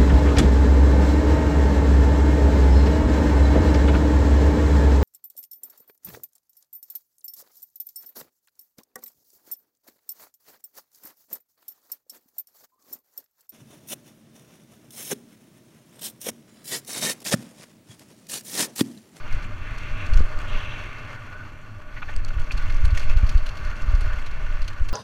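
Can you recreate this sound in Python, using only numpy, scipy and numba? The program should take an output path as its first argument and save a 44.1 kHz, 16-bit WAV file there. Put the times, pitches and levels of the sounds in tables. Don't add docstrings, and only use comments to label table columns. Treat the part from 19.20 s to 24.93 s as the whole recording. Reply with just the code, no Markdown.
import sys
import numpy as np
from scipy import signal
from scipy.fft import rfft, irfft
from scipy.io import wavfile
from scipy.ndimage import uniform_filter1d
from numba import njit

SR = 44100
rng = np.random.default_rng(int(sys.argv[2]) if len(sys.argv) > 2 else 0)


def store_pcm(level_fs):
    pcm = np.round(np.clip(level_fs, -1, 1) * 32767).astype(np.int16)
    wavfile.write(sys.argv[1], SR, np.atleast_2d(pcm).T)


N = 252693
TIME = np.arange(N) / SR
TOP_HZ = 15200

# centre_hz, width_hz (full width at half the dB), gain_db
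CASE_MODES = [(607, 58, 11.5), (1158, 130, 9), (1472, 140, 9.5), (1780, 170, 4), (1985, 80, -5),
              (2120, 130, 6), (2380, 170, 3), (2690, 150, 8), (3380, 220, 3), (3700, 220, -5),
              (4380, 340, 8), (5050, 300, -2), (5750, 450, 3), (6450, 600, 4)]

# time_s, level_db
ROLLING = [(0.0, -44.5), (0.7, -44.5), (0.92, -40.5), (1.18, -41), (1.35, -40.3), (2.2, -47), (2.54, -51.5),
           (2.92, -46), (3.29, -44.5), (3.53, -43), (4.2, -43.5), (4.6, -42), (5.15, -43), (5.73, -47.5)]
# time_s, level_db
GRIT_LEVEL = [(0.0, -61.5), (0.48, -62.5), (0.8, -60), (1.66, -60), (2.44, -69.5), (2.7, -71.5),
              (2.79, -58), (3.0, -63.5), (3.6, -57), (4.96, -58.5), (5.73, -63.5)]
# time_s, level_db
RUMBLE_LEVEL = [(0, -51), (1.25, -47.5), (2.05, -51.5), (2.7, -55), (3.05, -50.5), (4.2, -49.5), (4.7, -51),
                (5.73, -53)]
# full_bite_s, level_db, centre_hz, build_s, hold_s, fade_db_per_s
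SIDE_SLIDES = [(0.116, -43.5, 2400, 0.11, 0.024, 55), (0.483, -41, 2400, 0.16, .02, 70),
               (0.636, -39.5, 2400, 0.056, .03, 58), (0.792, -37, 2620, .06, 0.034, 102),
               (1.294, -37, 2930, .04, 0.24, 30.5), (3.41, -45, 1900, .07, 0.018, 48),
               (3.855, -45.5, 2370, 0.86, .06, 25), (4.47, -44, 1560, 0.11, 0.027, 45),
               (4.905, -42.5, 1640, 0.094, .02, 114), (5.053, -48.5, 2460, 0.1, 0.38, 32)]
SLIDE_SAG_OCT_PER_S = 0.69
SCRUB_WIDTH_HZ = 760
# frequency_hz, gain_db
CRUNCH_SPECTRUM = [(150, -30.5), (400, -0.5), (700, -2), (1000, 1), (1600, 0), (2400, -4.5), (3200, -11),
                   (4500, -21.5), (7000, -39.5), (10000, -33.5), (15000, -58)]
SCRUB_SPECTRUM = [(400, -7), (1500, 7), (3000, -0.5), (3900, 1), (4500, -32), (6000, -3.5), (7500, -31),
                  (9200, -19), (10300, -29), (15000, -40)]
GRIT_SPECTRUM = [(1000, 8), (2500, 4.5), (4000, 5.5), (5200, 4), (6500, -1), (7500, -7), (9500, -13),
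                 (10800, -16), (12400, -6), (13500, -28), (15000, -51)]
RUMBLE_SPECTRUM = [(30, -4.5), (60, -2), (85, 14.5), (108, 14.5), (125, 8), (145, 1), (200, -2.5),
                   (250, -0.5), (330, -6), (500, -20.5), (1200, -36.5), (6000, -81)]

# frequency_hz, gain_db
PEBBLE_SPECTRUM = [(600, -1.5), (1500, 12), (3000, 14.5), (5000, -15), (6600, 1), (9000, -6), (12500, -22),
                   (15000, -9)]
PEBBLES_OVER_GRIT_DB = -10

# time_s, level_db
STEADY_FLOW = [(0, -32.5), (.85, -36.5), (1.25, -31), (1.85, -43.5), (2.55, -45), (2.85, -33.5),
               (3.3, -32.5), (3.6, -18), (3.95, -24.5), (4.22, -22), (4.35, -35), (4.58, -36), (4.8, -23.5),
               (5.1, -28.5), (5.45, -23), (5.55, -37), (5.73, -22)]
# crest_s, level_db, spread_ms (standard deviation of the bell)
BUMP_GUSTS = [(.145, -20, 25), (.73, -25, 23), (.92, -19.5, 38), (1.0, -14, 34), (1.16, -24, 19),
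              (1.35, -21.5, 27), (2.98, -20, 28), (3.08, -21, 22), (3.2, -22, 36), (3.36, -20.5, 21),
              (3.47, -23.5, 38), (3.9, -15, 32), (4.469, -24.5, 37), (4.67, -22, 37), (4.87, -19, 15),
              (5.62, -17, 10.5)]
# start_s, pulse_db (before colouring), rise_ms
THUMPS = [(0.925, -2, 10.6), (0.956, -1, 7.9), (1.004, -5.5, 4.6), (3.166, -5.5, 7.2), (3.638, -2, 5.7),
          (3.67, -7, 6.4), (3.726, -6.5, 5.4), (3.866, -24, 7.8), (3.961, 0.5, 7.7), (4.031, 0, 5),
          (4.151, 0.5, 6.4), (4.682, 3, 15.6), (4.736, -0.5, 8.6), (5.609, -3, 8.3)]
# frequency_hz, gain_db
EDDY_SPECTRUM = [(6, 0.5), (12, 5), (24, 1.5), (40, -14), (60, -15), (90, -23), (130, -35.5), (200, -56.5),
                 (500, -67), (2000, -100), (15000, -150)]
THUMP_SPECTRUM = [(8, -19), (25, -2), (60, 0), (95, 1.5), (140, -15.5), (250, -11), (600, -1.5), (3000, 10)]

# time_s, level_db, mean_ticks_per_s
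DRIVE_TICKS = [(0, -83, 26), (.4, -70, 26), (1, -66, 19), (1.65, -69, 30), (2.15, -73.5, 32),
               (2.5, -73, 24), (2.9, -77.5, 44), (5.73, -72, 31)]
# frequency_hz, gain_db
DRIVE_SPECTRUM = [(2000, -20), (5000, -8), (6600, 0), (7600, -3), (8400, -6), (9200, -2), (10300, -20),
                  (15000, -38)]

# pitch_hz, level_db
WHINE_TONES = [(5846, -77), (11712, -78.5), (14626, -88)]

# start_s, first_slap_db, loss_db (per rebound)
CHAIN_SLAPS = [(.122, -46.5, 7), (.5775, -47, 12), (.8579, -48.5, 12), (0.9323, -41.5, 12),
               (.967, -42.5, 5.5), (3.0789, -47, 19), (3.1915, -47.5, 5), (3.3135, -41, 20),
               (3.3724, -44, 14), (3.497, -48, 1), (3.647, -39.5, 17), (3.7439, -50, 18), (3.77, -36.5, 5),
               (3.891, -44.5, 24), (3.965, -46, 18), (4.063, -46, 16), (4.088, -40, 11), (4.171, -46, 16),
               (4.2585, -41.5, 23), (4.2837, -45, 22), (4.366, -47, 18), (4.445, -48, 18),
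               (4.7466, -47, 15), (4.805, -44, 18), (5.06, -49, 14), (5.415, -43.5, 11), (5.4758, -42, 26),
               (5.684, -39.5, 22)]
REBOUND_S, SLAP_RISE_MS = 0.022, 6.5
# start_s, end_s
ROUGH_STRETCHES = [(.1, .25), (3.3, 7.6)]
JIGGLES_PER_S, JIGGLE_DB, JIGGLE_SPREAD_DB = 12, -55.5, 1
LINK_RING_HZ, LINK_SCATTER_OCT, LINK_WIDTH_HZ, LINK_RING_DB = 5300, 0.43, 1800, 0.5
# frequency_hz, gain_db
CHAIN_SPECTRUM = [(500, -5.5), (1500, 4.5), (3000, 9.5), (5000, 4), (8000, -3), (10000, -4.5), (12500, -9),
                  (15000, -23)]

# start_s, pulse_db (before colouring), rise_ms
MOUNT_JOLTS = [(1.005, -15.5, 0.79), (4.032, -19.5, 1.5)]
# frequency_hz, gain_db
JOLT_SPECTRUM = [(40, -21), (160, -0.5), (600, -0.5), (1500, -28), (8000, -56)]

# start_s, strike_db (before colouring)
STONE_TICKS = [(1.1884, -32), (2.9632, -27), (3.048, -28.5)]
# frequency_hz, gain_db
STONE_SPECTRUM = [(1000, -6), (3000, -4), (4800, 0.5), (5800, -9.5), (8000, -3.5), (10000, -20),
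                  (12000, -14), (15000, -37)]

# time_s, level_db, pitch_hz
BRAKE_RUB = [(1.8, -90, 1480), (1.92, -52, 1470), (2.08, -59, 1470), (2.14, -43, 1500), (2.23, -45, 1476),
             (2.28, -69, 1500), (2.4, -90, 1500)]

# start_s, strike_db (before ringing and colouring), ring_hz, length_ms
FRAME_KNOCKS = [(2.760, -32.5, 1980, 34), (2.816, -31, 1320, 19), (2.821, -37, 796, 28),
                (2.824, -30, 2500, 11), (2.874, -37, 1770, 36), (2.887, -33.5, 790, 21),
                (2.926, -35.5, 2200, 10), (3.104, -34.5, 1380, 7.4), (3.18, -33.5, 1400, 11),
                (3.307, -24.5, 2440, 6.4), (3.495, -29, 2180, 12), (3.771, -24, 1950, 9.3),
                (3.893, -35, 2530, 17), (5.264, -30, 1330, 6.1)]
# frequency_hz, gain_db
KNOCK_SPECTRUM = [(200, -12), (700, 7), (2500, 10), (4000, 2.5), (7000, -81), (15000, -62)]
KNOCK_WIDTH_HZ = 160


def undb(db):
    return 10 ** (np.asarray(db) / 20)


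def curves(table):
    s, *columns = np.transpose(table)
    return [np.interp(TIME, s, c) for c in columns]


def walk(rate):
    k = max(int(SR / rate), 1)
    held = rng.standard_normal(N)[np.arange(N) // k]
    smooth = uniform_filter1d(held, k)
    return smooth / smooth.std()


def colour(x, points, modes=(), size=16384):
    hz = np.maximum(np.arange(size // 2 + 1) * SR / size, 1)
    point_hz, point_db = np.transpose(points)
    db = np.interp(np.log(hz), np.log(point_hz), point_db)
    db = db + sum(gain / (1 + (2 * (hz - centre) / width) ** 2) for centre, width, gain in modes)
    cepstrum = irfft(np.log(undb(db)))[:size // 2]
    cepstrum[1:] *= 2
    impulse_response = irfft(np.exp(rfft(cepstrum, size)))
    return signal.fftconvolve(x, impulse_response)[:len(x)]


def unit(x, band):
    lo, hi = (int(f * len(x) / SR) for f in band)
    band_energy = np.sum(np.abs(rfft(x)[lo:hi]) ** 2)
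    return x * len(x) / np.sqrt(2 * band_energy)


@njit
def resonate(x, hz, width):
    y, band, low = np.empty(len(x)), 0., 0.
    for i in range(len(x)):
        g, damping = np.tan(np.pi * hz[i] / SR), width / hz[i]
        v = (band + g * (x[i] - low)) / (1 + g * (g + damping))
        band, low, y[i] = 2 * v - band, low + 2 * g * v, damping * v
    return y


def grains(rate, spread_db):
    hits = rng.random(N) < rate / SR
    sizes = undb(spread_db * rng.standard_normal(N))
    x = hits * rng.choice([-1, 1], N) * sizes
    return x / x.std()


def swell(s, rise_ms):
    out, start = np.zeros(N), int(s * SR)
    u = np.arange(min(N - start, SR // 5)) / SR * 1000 / rise_ms
    out[start:start + len(u)] = (u * np.exp(1 - u)) ** 2
    return out


def slides():
    power, weighted_hz = 1e-18, 2000e-18
    for s, db, hz, build_s, hold_s, fade_db in SIDE_SLIDES:
        age = TIME - s
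        fading_db = db - fade_db * np.maximum(age - hold_s, 0)
        bite = np.clip(1 + age / build_s, 0, 1) * undb(fading_db)
        sagging_hz = hz * 2 ** (-SLIDE_SAG_OCT_PER_S * np.clip(age, 0, 1))
        power = power + bite ** 2
        weighted_hz = weighted_hz + bite ** 2 * sagging_hz
    return 10 * np.log10(power), weighted_hz / power


def tyres():
    (roll_db,), (grit_db,), (rumble_db,) = curves(ROLLING), curves(GRIT_LEVEL), curves(RUMBLE_LEVEL)
    scrub_db, scrub_hz = slides()
    load = walk(rate=35)
    crunch = colour(grains(rate=4000, spread_db=3.5), CRUNCH_SPECTRUM, CASE_MODES)
    crunch = unit(crunch, band=(500, 1700))
    slip_hz = scrub_hz * (1 + .05 * walk(rate=22))
    scrub = resonate(grains(rate=6000, spread_db=1.5), slip_hz, float(SCRUB_WIDTH_HZ))
    scrub = unit(colour(scrub, SCRUB_SPECTRUM, CASE_MODES), band=(1200, 3600))
    grit = colour(grains(rate=3500, spread_db=2.5), GRIT_SPECTRUM, CASE_MODES)
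    grit = unit(grit, band=(4000, 7000))
    rumble = unit(colour(rng.standard_normal(N), RUMBLE_SPECTRUM), band=(160, 400))
    return (crunch * undb(roll_db + load)
            + scrub * undb(scrub_db + 0.33 * load)
            + grit * undb(grit_db + 2 * load)
            + rumble * undb(rumble_db + 1.15 * walk(rate=14)))


def gravel():
    pebbles = grains(rate=90, spread_db=4)
    age_ms = np.arange(SR // 60) * 1000 / SR
    crack = signal.fftconvolve(np.abs(pebbles), np.exp(-age_ms / 6.2))[:N]
    clicks = colour(crack * rng.standard_normal(N), PEBBLE_SPECTRUM, CASE_MODES)
    clicks = unit(clicks, band=(4000, 7000))
    return clicks * undb(curves(GRIT_LEVEL)[0] + PEBBLES_OVER_GRIT_DB)


def wind():
    ceiling = .85
    eddies = colour(rng.standard_normal(N), EDDY_SPECTRUM)
    eddies = eddies / np.sqrt(uniform_filter1d(eddies ** 2, size=3500))
    gusts = sum(undb(db) * np.exp(-((TIME - s) * 1000 / ms) ** 2 / 2) for s, db, ms in BUMP_GUSTS)
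    flow = np.hypot(undb(curves(STEADY_FLOW)[0]), gusts)
    pulses = sum(undb(db) * swell(s, ms) for s, db, ms in THUMPS)
    thumps = colour(pulses, THUMP_SPECTRUM)
    pressure = unit(eddies, band=(20, 80)) * flow + thumps
    return pressure / (1 + (pressure / ceiling) ** 4) ** (1 / 4)


def drivetrain():
    db, rate = curves(DRIVE_TICKS)
    pace = rate * (1 + .14 * walk(rate=25))
    strength = undb(2 * walk(rate=30))
    phase = np.cumsum(pace) / SR % 1
    envelope = strength * np.exp(-phase / 0.29) + 0.67
    ticks = colour(rng.standard_normal(N) * envelope, DRIVE_SPECTRUM)
    return undb(db) * ticks / ticks.std()


def whine():
    out = np.zeros(N)
    for hz, db in WHINE_TONES:
        wavering_phase = 2 * np.pi * hz * TIME + .7 * walk(rate=48)
        out += np.sqrt(2) * undb(db) * np.sin(wavering_phase)
    return out


def slaps(s, db, loss_db, count):
    return sum(undb(db - k * loss_db) * swell(s + k * REBOUND_S, SLAP_RISE_MS) for k in range(count))


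def chain():
    shake = sum(slaps(s, db, loss_db, count=4) for s, db, loss_db in CHAIN_SLAPS)
    rough = sum((TIME > start) & (TIME < end) for start, end in ROUGH_STRETCHES)
    moments = rng.random(N) < JIGGLES_PER_S / SR
    jiggles = rough * moments * undb(JIGGLE_DB + JIGGLE_SPREAD_DB * rng.standard_normal(N))
    jiggles = signal.fftconvolve(jiggles, swell(0, SLAP_RISE_MS))[:N]
    links = colour(grains(rate=1600, spread_db=0.5), CHAIN_SPECTRUM, CASE_MODES)
    ring_hz = np.minimum(LINK_RING_HZ * 2 ** (LINK_SCATTER_OCT * walk(rate=40)), TOP_HZ)
    ring = resonate(links, ring_hz, float(LINK_WIDTH_HZ))
    links = unit(links + undb(LINK_RING_DB) * ring, band=(3500, 14000))
    return links * np.hypot(shake, jiggles)


def jolts():
    push = sum(undb(db) * swell(s, ms) for s, db, ms in MOUNT_JOLTS)
    return colour(push, JOLT_SPECTRUM)


def stones():
    strikes = sum(undb(db) * swell(s, rise_ms=0.86) for s, db in STONE_TICKS)
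    return colour(strikes * rng.standard_normal(N), STONE_SPECTRUM, CASE_MODES)


def brake():
    db, hz = curves(BRAKE_RUB)
    rubbing = rng.standard_normal(N)
    ring = resonate(resonate(rubbing, hz, 100.0), hz, 100.0)
    return undb(db) * ring / ring.std()


def knocks():
    out = np.zeros(N)
    for s, db, hz, ms in FRAME_KNOCKS:
        clatter = rng.standard_normal(N) * swell(s, ms * 0.38)
        ring = resonate(clatter, np.full(N, float(hz)), float(KNOCK_WIDTH_HZ))
        out += undb(db) * (ring + 0.19 * clatter)
    return colour(out, KNOCK_SPECTRUM, CASE_MODES)


def scene():
    bike = tyres() + gravel() + drivetrain() + chain() + jolts() + stones() + brake() + knocks()
    return (bike + wind() + whine())[None]


def record(dry):
    return signal.sosfilt(signal.ellip(10, .2, 80, TOP_HZ, fs=SR, output="sos"), dry)


dry = scene()
out = record(dry)
store_pcm(out)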